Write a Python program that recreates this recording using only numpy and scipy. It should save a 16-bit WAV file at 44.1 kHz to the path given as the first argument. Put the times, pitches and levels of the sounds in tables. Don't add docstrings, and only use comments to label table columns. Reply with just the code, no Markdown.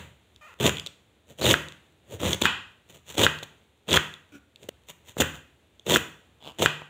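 import sys
import numpy as np
from scipy import signal
from scipy.fft import rfft, irfft
from scipy.io import wavfile
from scipy.ndimage import uniform_filter1d

SR = 44100
rng = np.random.default_rng(int(sys.argv[2]) if len(sys.argv) > 2 else 0)


def master(y):
    cut = np.clip(np.atleast_2d(y).T, -1, 1)
    pcm = np.round(cut * 32767)
    wavfile.write(sys.argv[1], SR, pcm.astype(np.int16))


N = 303849

# three pushes.
# start_s, bite_delay_s, break_delay_s, length_s, rel_force_db, first_touch_db, board_weight_db,
# crispness_db, juice_db, rel_rib_snap_db, mean_leaf_pitch_hz
STROKES = [(0.6, 0.043, .064, 0.098, -23, -8, 2.5, 1, -1.2, -10, 3450),
           (1.411, 0.037, 0.098, 0.13, -22.5, -9.5, -1, 0.5, 0.1, 1.5, 3700),
           (2.197, 0.04, 0.085, .155, -30, -8, 3, 1.3, 0.6, -22.5, 3450),
           (2.413, 0.0031, 0.0071, 0.0098, -22.5, -10.5, 1.5, 4, 1, -6, 3460),
           (2.43, .007, .024, 0.038, -35.5, -13, 7, 9.5, 6, -19, 3320),
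           (3.168, 0.012, .0755, 0.092, -22.5, -13.5, -2.5, 0.5, -1.9, -6.5, 3603),
           (3.88, 0.043, .0855, 0.097, -25, -9, 0.5, 3.1, -1.5, 0, 3420),
           (5.197, 0.0036, 0.0051, 0.028, -20.5, -8.5, 0, -4, -2, -6, 3390),
           (5.863, 0.046, 0.076, 0.11, -22, -11.5, -2.5, 0.6, 0.5, -4.5, 3300),
           (6.586, 0.033, 0.041, 0.079, -24.5, -8.5, -2, -2.5, -3, -9, 3250)]
# bite_db, growth_to_break_db, fall_after_break_db
THUD_FORCE = (-1.3, -2.5, -6.5)
PUSH_FORCE = (0, -1.1, -6.5)
CRACK_FORCE = (-1.2, 4.7, -8)
FIZZ_FORCE = (-9, 4.7, -5)
# freq_hz, rel_density_db_per_hz
THUD_SPECTRUM = [(25, -31.5), (50, -12.5), (80, 0), (120, 1), (220, -5), (330, -19.5), (700, -45.5)]
# freq_hz, rel_density_db_per_hz
PUSH_SPECTRUM = [(60, -28.5), (200, -12.5), (320, 5), (420, 4), (560, 4.5), (720, -6), (860, -14),
                 (1200, -21), (2600, -67)]
# freq_hz, rel_density_db_per_hz
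CRACK_SPECTRUM = [(470, -42.5), (800, -13), (981, -3), (1050, -8), (1700, -10), (1920, -6), (2150, -8),
                  (2890, -1), (3600, -0.5), (4590, -15.5), (5200, -27.5), (6760, -51), (11400, -120)]
# freq_hz, rel_density_db_per_hz
FIZZ_SPECTRUM = [(2650, -52.5), (4500, -22.5), (5180, -15), (5870, -4.5), (6950, 1.5), (8270, -7),
                 (11000, -15), (12700, -15.5), (14900, -4.5), (15900, -23), (16500, -55)]
# freq_hz, rel_level_db, t60_s
PLANK_MODES = [(150.15, -6, 0.46), (190, -5.5, 0.3), (282, -7.5, .14), (321, -7, 0.12), (544, -5.5, 0.0083),
               (700, -1, 0.093)]
# start_s, rel_level_db
SNAPS = [(0.361, -36.5), (.600, -25), (0.755, -30), (0.7694, -18), (.783, -19), (0.7966, -17),
         (0.8625, -18), (0.87, -18.5), (1.386, -31.5), (1.455, -8), (1.685, -26.5), (1.722, -30.5),
         (2.3303, -5), (3.18, -9.5), (3.387, -28), (3.4313, -22), (3.908, -13), (3.9143, -11), (3.9287, -3),
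         (4.1388, -25.5), (4.559, -33), (4.631, -34.5), (5.7954, -33), (6.595, -21)]
# pitch_factor, rel_level_db, t60_s
RIB_MODES = [(.55, -28, .003), (.86, -15, .005), (1.03, 6, .006), (2.0, -2.5, .003), (2.25, -10, .003),
             (2.9, -21, .002), (4.3, -14, .002)]
# centre_s, half_length_s (to 1/e), rel_push_db, rel_crackle_db
BRUSHES = [(1.307, 0.021, -50.5, -56), (1.397, 0.011, -40, -44), (2.135, 0.027, -39, -47.5),
           (2.903, 0.012, -55.5, -53.5), (2.954, 0.025, -56, -54.5), (3.103, 0.021, -50, -43),
           (3.15, 0.013, -50, -46), (3.434, .005, -44, -39.5), (4.636, 0.025, -50.5, -59.5),
           (4.898, 0.011, -49.5, -42), (5.093, 0.023, -57, -50), (5.188, 0.01, -31, -35.5),
           (5.355, .02, -52, -50.5)]
# time_s, mean_slips_per_s, rel_level_db
SQUEAKS = [
    [(.41, 620, -55), (.42, 600, -51.5), (.46, 630, -50.5), (.47, 700, -52), (.49, 550, -51),
     (.528, 370, -54), (.545, 38, -52)],
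    [(4.318, 310, -49), (4.333, 298, -53), (4.35, 290, -45.5), (4.385, 282, -56)],
    [(6.40, 148, -64), (6.437, 137, -48.5), (6.48, 147, -40), (6.525, 118, -52)],
]
# freq_hz, rel_level_db, t60_s
SQUEAK_MODES = [
    [(1340, -1, 0.0048), (1900, -3.5, 0.0053), (2490, -6.5, .008)],
    [(298, 1, 0.011), (1450, -8, 0.015), (2444, -8.5, 0.012), (2950, -7, 0.0045), (5850, -17, 0.01)],
    [(685, 19.5, 0.0029), (3050, 12, 0.0065), (3350, 9, 0.0091)],
]
# start_s, rel_peak_db, ring_hz
BUMPS = [(.658, -7, 404), (1.421, -13.5, 532), (2.233, -11, 337), (3.152, -27, 339), (3.428, -24, 551),
         (5.169, -17.5, 453), (5.202, -6.5, 490), (5.914, -15.5, 700), (6.623, -6, 509),
         (6.819, -24.5, 850)]
# pitch_factor, rel_level_db, t60_s
HEAD_MODES = [(.35, -19.5, 0.023), (.8, -10, 0.015), (1.15, 5.5, 0.0051), (2.4, -4.5, 0.0043)]
# start_s, peak_db (direct), hardness_db_per_octave, rel_room_db
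KNOCKS = [(0.694, -11, 11, -8), (1.5409, -1.5, 1, -10.5), (2.455, -1.5, 5.5, -3), (3.2657, 0, 2, -10),
          (3.9733, -2, 1, -9.5), (5.22, -9.5, 1.5, -3), (5.96, -1.5, 1.5, -12), (6.660, 1, 5.5, -10.5)]
# freq_hz, rel_level_db, t60_s
BOARD_MODES = [(159, -28, 0.1), (464, -9.5, 0.01), (532, -13, 0.015), (1150, -31, .008), (1580, 5, 0.0079),
               (1870, -9, 0.018), (2520, -6, 0.0096), (2870, -2.5, 0.0039), (7100, -22, 0.0047)]
# freq_hz, rel_room_db
KNOCK_ROOM = [(150, -4.5), (500, -5), (900, 1.5), (1550, -4.5), (2000, -0.5), (3200, 4.5), (4500, -3),
              (12000, -0.5)]
# freq_hz, room_db
CABBAGE_ROOM = [(70, -9.5), (160, -7.5), (400, -13.5), (800, -11.5), (1500, -4), (2600, -9.5), (3700, -16),
                (7000, -11.5), (15000, -12.5)]
# freq_hz, t60_s
ROOM_T60 = [(100, 0.5), (500, 0.44), (2000, 0.45), (15000, 0.4)]
# freq_hz, rel_density_db_per_hz
FLOOR_SPECTRUM = [(25, -24), (65, 0), (150, -13), (450, -15), (1250, -25), (3700, -23.5), (5100, -41),
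                  (7000, -33), (11000, -40.5), (15500, -43.5)]
# start_s, tail_peak_db
EARLIER_STROKE = (-0.038, -28.5)
# centre_s, dull_db, sharp_db
DRY_CLICK = (4.6905, -30, -31)

SLACK_SHARE, SLACK_DB = 0.5, -3.5
CREAK_DB = -11.5
LEAF_RING_WIDTH_HZ = 280
SNAP_JUICE_DB, SNAP_PUSH_DB = -17, -16
FLOOR_DB = -62
BAND_LIMIT_HZ = 15800


def crunch(ring_share=0.4, cell_share=0.55):
    starts_s, *_, weight_db, crisp_db, juice_db, _, leaf_hz = np.transpose(STROKES)
    thud_gain = pressure(THUD_FORCE, weight_db)
    push_gain = pressure(PUSH_FORCE, np.zeros(len(STROKES)))
    crack_gain = pressure(CRACK_FORCE, crisp_db)
    fizz_gain = pressure(FIZZ_FORCE, juice_db)

    cracks = fractures(per_s=1000, spread_db=4)
    cells = fractures(per_s=6000, spread_db=3)
    clumps = evened(amp(2.8 * drift(size=110)))
    drive = clumps * (np.sqrt(1 - cell_share) * cracks + np.sqrt(cell_share) * cells)

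    low = through(cells * thud_gain, click(THUD_SPECTRUM))
    low = low + through(cracks * push_gain, click(PUSH_SPECTRUM))
    low = low + amp(-48) * through(low, ring(PLANK_MODES, size=12000))

    pitch_hz = np.interp(np.arange(N) / SR, starts_s, leaf_hz) * (1 + 0.09 * drift(size=900))
    ringing = resonate(clumps * cells * crack_gain, pitch_hz, LEAF_RING_WIDTH_HZ)
    band = signal.butter(2, [2300, 4400], "band", fs=SR, output="sos")
    ringing = signal.sosfilt(band, ringing)
    dry_crack = through(drive * crack_gain, click(CRACK_SPECTRUM))
    crack = np.sqrt(1 - ring_share) * dry_crack + np.sqrt(ring_share) * ringing
    fizz = through(drive * fizz_gain, click(FIZZ_SPECTRUM))
    return low + crack + fizz


def pressure(shape, offsets_db, size=130, lead_size=1100):
    bite_db, growth_db, fall_db = shape
    gain = np.zeros(N)
    for stroke, offset_db in zip(STROKES, offsets_db):
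        start_s, bite_s, break_s, length_s, force_db, touch_db, *_ = stroke
        t = np.arange(N) / SR - start_s
        stages_s = np.sort([0, SLACK_SHARE * bite_s, bite_s, break_s, length_s])
        levels_db = [touch_db, touch_db / 2 + SLACK_DB, 0, growth_db, growth_db + fall_db]
        swell_db = np.interp(t, stages_s, levels_db)
        active = (t >= 0) * (t <= length_s)
        gain += amp(force_db + offset_db + bite_db + swell_db) * active
    lead = uniform_filter1d(uniform_filter1d(gain, lead_size), lead_size)
    return np.maximum(uniform_filter1d(gain, size), amp(CREAK_DB) * lead)


def fractures(per_s, spread_db, size=600):
    strength = amp(spread_db * np.minimum(rng.exponential(1, N), 4)) * rng.choice([-1, 1], N)
    clicks = strength * (rng.random(N) < per_s / SR)
    power = uniform_filter1d(uniform_filter1d(clicks ** 2, size), size)
    return clicks / np.sqrt(abs(power) + 1e-4)


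def snaps(size=400):
    out, t = np.zeros(N), np.arange(size) / SR
    stroke_ribs = [(s + break_s, rib_db) for s, _, break_s, *_, rib_db, _ in STROKES]
    ribs = stroke_ribs + list(SNAPS)
    spill = amp(SNAP_JUICE_DB) * click(FIZZ_SPECTRUM) + amp(SNAP_PUSH_DB) * click(PUSH_SPECTRUM)
    for (start_s, db), tear in zip(ribs, rng.standard_normal((len(ribs), size))):
        pitch_hz = 3330 * (1 + 0.023 * tear[0])
        u = t / (0.00029 + 0.00065 * amp(db))
        run = tear * u ** 2 * np.exp(-u)
        sound = np.convolve(run, ring(RIB_MODES, pitch_hz))
        add(out, start_s, amp(db + 9) * sound / np.linalg.norm(sound))
        add(out, start_s, amp(db + 7.5) * np.convolve(run / np.linalg.norm(run), spill))
    return out


def brushes():
    t = np.arange(N) / SR
    push_gain, crackle_gain = np.zeros((2, N))
    for centre_s, half_s, push_db, crackle_db in BRUSHES:
        touch = np.exp(-abs((t - centre_s) / half_s) ** 1.3)
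        push_gain += amp(push_db) * touch
        crackle_gain += amp(crackle_db) * touch
    grains = fractures(per_s=2700, spread_db=5.5)
    tick_db = -60.5 + 4 * np.minimum(rng.exponential(1, N), 4)
    settling = amp(tick_db) * (rng.random(N) < 22 / SR)
    sharp = grains * crackle_gain + settling
    dull = grains * push_gain
    low = through(dull, click(THUD_SPECTRUM)) + through(dull, click(PUSH_SPECTRUM))
    crack = through(sharp, click(CRACK_SPECTRUM))
    return low + crack + amp(-2.5) * through(sharp, click(FIZZ_SPECTRUM))


def squeaks(scrape_size=130):
    out = np.zeros(N)
    for rows, modes in zip(SQUEAKS, SQUEAK_MODES):
        time_s, rate, db = np.transpose(rows)
        t = np.arange(time_s[0], time_s[-1], 1 / SR)
        per_s = np.interp(t, time_s, rate)
        per_s = per_s * np.exp(14 / per_s * drift(size=150)[:len(t)])
        slips = np.diff(np.floor(np.cumsum(per_s) / SR), prepend=0)
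        uneven, grit = rng.standard_normal((2, N))[:, :len(t)]
        slips = slips * np.sqrt(SR / per_s) * amp(np.interp(t, time_s, db) + 0.79 * uneven)
        scrape = grit * np.sqrt(abs(uniform_filter1d(slips ** 2, scrape_size)))
        scrape_share = np.clip(110 / per_s, 0, 0.85)
        drive = np.sqrt(1 - scrape_share) * slips + np.sqrt(scrape_share) * scrape
        body = ring(modes)
        juice = signal.fftconvolve(scrape, click(FIZZ_SPECTRUM))
        add(out, time_s[0], signal.fftconvolve(drive, body / np.linalg.norm(body)))
        add(out, time_s[0], amp(-16.5) * juice)
    return out


def bumps():
    out = np.zeros(N)
    for start_s, db, ring_hz in BUMPS:
        add(out, start_s, amp(db - 2) * ring(HEAD_MODES, ring_hz))
    return out


def knocks():
    out = np.zeros(N)
    for start_s, peak_db, hardness_db, room_db in KNOCKS:
        blow = amp(peak_db) * ring(BOARD_MODES, tilt_db=hardness_db)
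        add(out, start_s, blow)
        add(out, start_s, amp(room_db + 4) * signal.fftconvolve(blow, kitchen(KNOCK_ROOM)))
        add(out, start_s + 0.00057, amp(-12) * blow)
        add(out, start_s + 0.0029, amp(-12.5) * blow)
    return out


def reverberation(x, count=4):
    starts_s = [s for s, *_ in STROKES]
    turn = np.searchsorted(starts_s, np.arange(N) / SR) % count
    return sum(through(x * (turn == k), kitchen(CABBAGE_ROOM)) for k in range(count))


def kitchen(colour, count=1600, size=20):
    taps = np.zeros(count * size)
    places = np.arange(5, count) * size + rng.integers(0, size, count - 5)
    taps[places] = rng.choice([-1., 1.], count - 5)
    hz, t, z = signal.stft(taps, SR, nperseg=512)
    z = z * amp(-60 * t / read(ROOM_T60, hz)[:, None])
    pair = np.array([z, z * amp(read(colour, hz))[:, None]])
    plain, coloured = signal.istft(pair, SR, nperseg=512)[1]
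    return coloured / np.linalg.norm(plain)


def background():
    out = amp(FLOOR_DB + 1.4 * drift(size=7000)) * noise(FLOOR_SPECTRUM)

    start_s, tail_db = EARLIER_STROKE
    stroke = click(THUD_SPECTRUM) + click(CRACK_SPECTRUM)
    stroke = stroke + amp(-4) * click(PUSH_SPECTRUM) + amp(-8.5) * click(FIZZ_SPECTRUM)
    tail = signal.fftconvolve(stroke, kitchen(CABBAGE_ROOM))
    add(out, 0, amp(tail_db) * tail[round(-start_s * SR):] / abs(tail).max())

    centre_s, dull_db, sharp_db = DRY_CLICK
    burst = np.exp(-((np.arange(N) / SR - centre_s) / 0.0021) ** 2)
    dull = amp(dull_db) * noise(PUSH_SPECTRUM)
    sharp = amp(sharp_db) * (noise(CRACK_SPECTRUM) + amp(-5.5) * noise(FIZZ_SPECTRUM))
    return out + burst * (dull + sharp)


def amp(db):
    return 10 ** (np.asarray(db) / 20)


def evened(x):
    return x / np.sqrt(np.mean(x ** 2) + 1e-20)


def read(points, hz):
    f, value = np.transpose(points)
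    return np.interp(np.log(hz + 1), np.log(f + 1), value)


def add(mix, start_s, sound):
    part = mix[max(round(start_s * SR), 0):][:len(sound)]
    part += sound[:len(part)]


def noise(colour):
    gain = amp(read(colour, np.fft.rfftfreq(N, 1 / SR)))
    return evened(irfft(rfft(rng.standard_normal(N)) * gain, N))


def click(colour, size=4096):
    level_db = np.maximum(read(colour, abs(np.fft.fftfreq(size, 1 / SR))), -100)
    spectrum = np.exp(np.conj(signal.hilbert(np.log(amp(level_db)))))
    pulse = np.fft.ifft(spectrum).real[:size // 2]
    return pulse / np.linalg.norm(pulse)


def ring(modes, factor=1, tilt_db=0, size=4096):
    t = np.arange(size) / SR
    sound = np.zeros(size)
    for hz, db, t60_s in modes:
        envelope = amp(db + tilt_db * np.log2(hz) - 60 * t / t60_s)
        sound += envelope * np.sin(2 * np.pi * hz * factor * t)
    sound = sound * (1 - np.exp(-t / 0.00016))
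    return -sound / abs(sound).max()


def resonate(x, hz, width_hz):
    turn = np.exp(2j * np.pi * np.cumsum(hz) / SR)
    r = np.exp(-np.pi * width_hz / SR)
    return (turn * signal.lfilter([np.sqrt(2 * (1 - r * r))], [1, -r], x / turn)).real


def drift(size):
    return evened(uniform_filter1d(uniform_filter1d(rng.standard_normal(N), size), size))


def through(x, response):
    return signal.oaconvolve(x, response)[:N]


def scene():
    cabbage = crunch() + snaps() + brushes() + squeaks() + bumps()
    return (cabbage + reverberation(cabbage) + knocks() + background())[None]


def record(dry):
    high_pass = signal.butter(5, 66, "high", fs=SR, output="sos")
    thin = signal.sosfilt(high_pass, dry)
    rounded = thin / (1 + (thin / 0.9) ** 6) ** (1 / 6)
    low_pass = signal.firwin(511, BAND_LIMIT_HZ, window=("kaiser", 9), fs=SR)
    return signal.oaconvolve(rounded, low_pass[None], "same")


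dry = scene()
out = record(dry)
master(out)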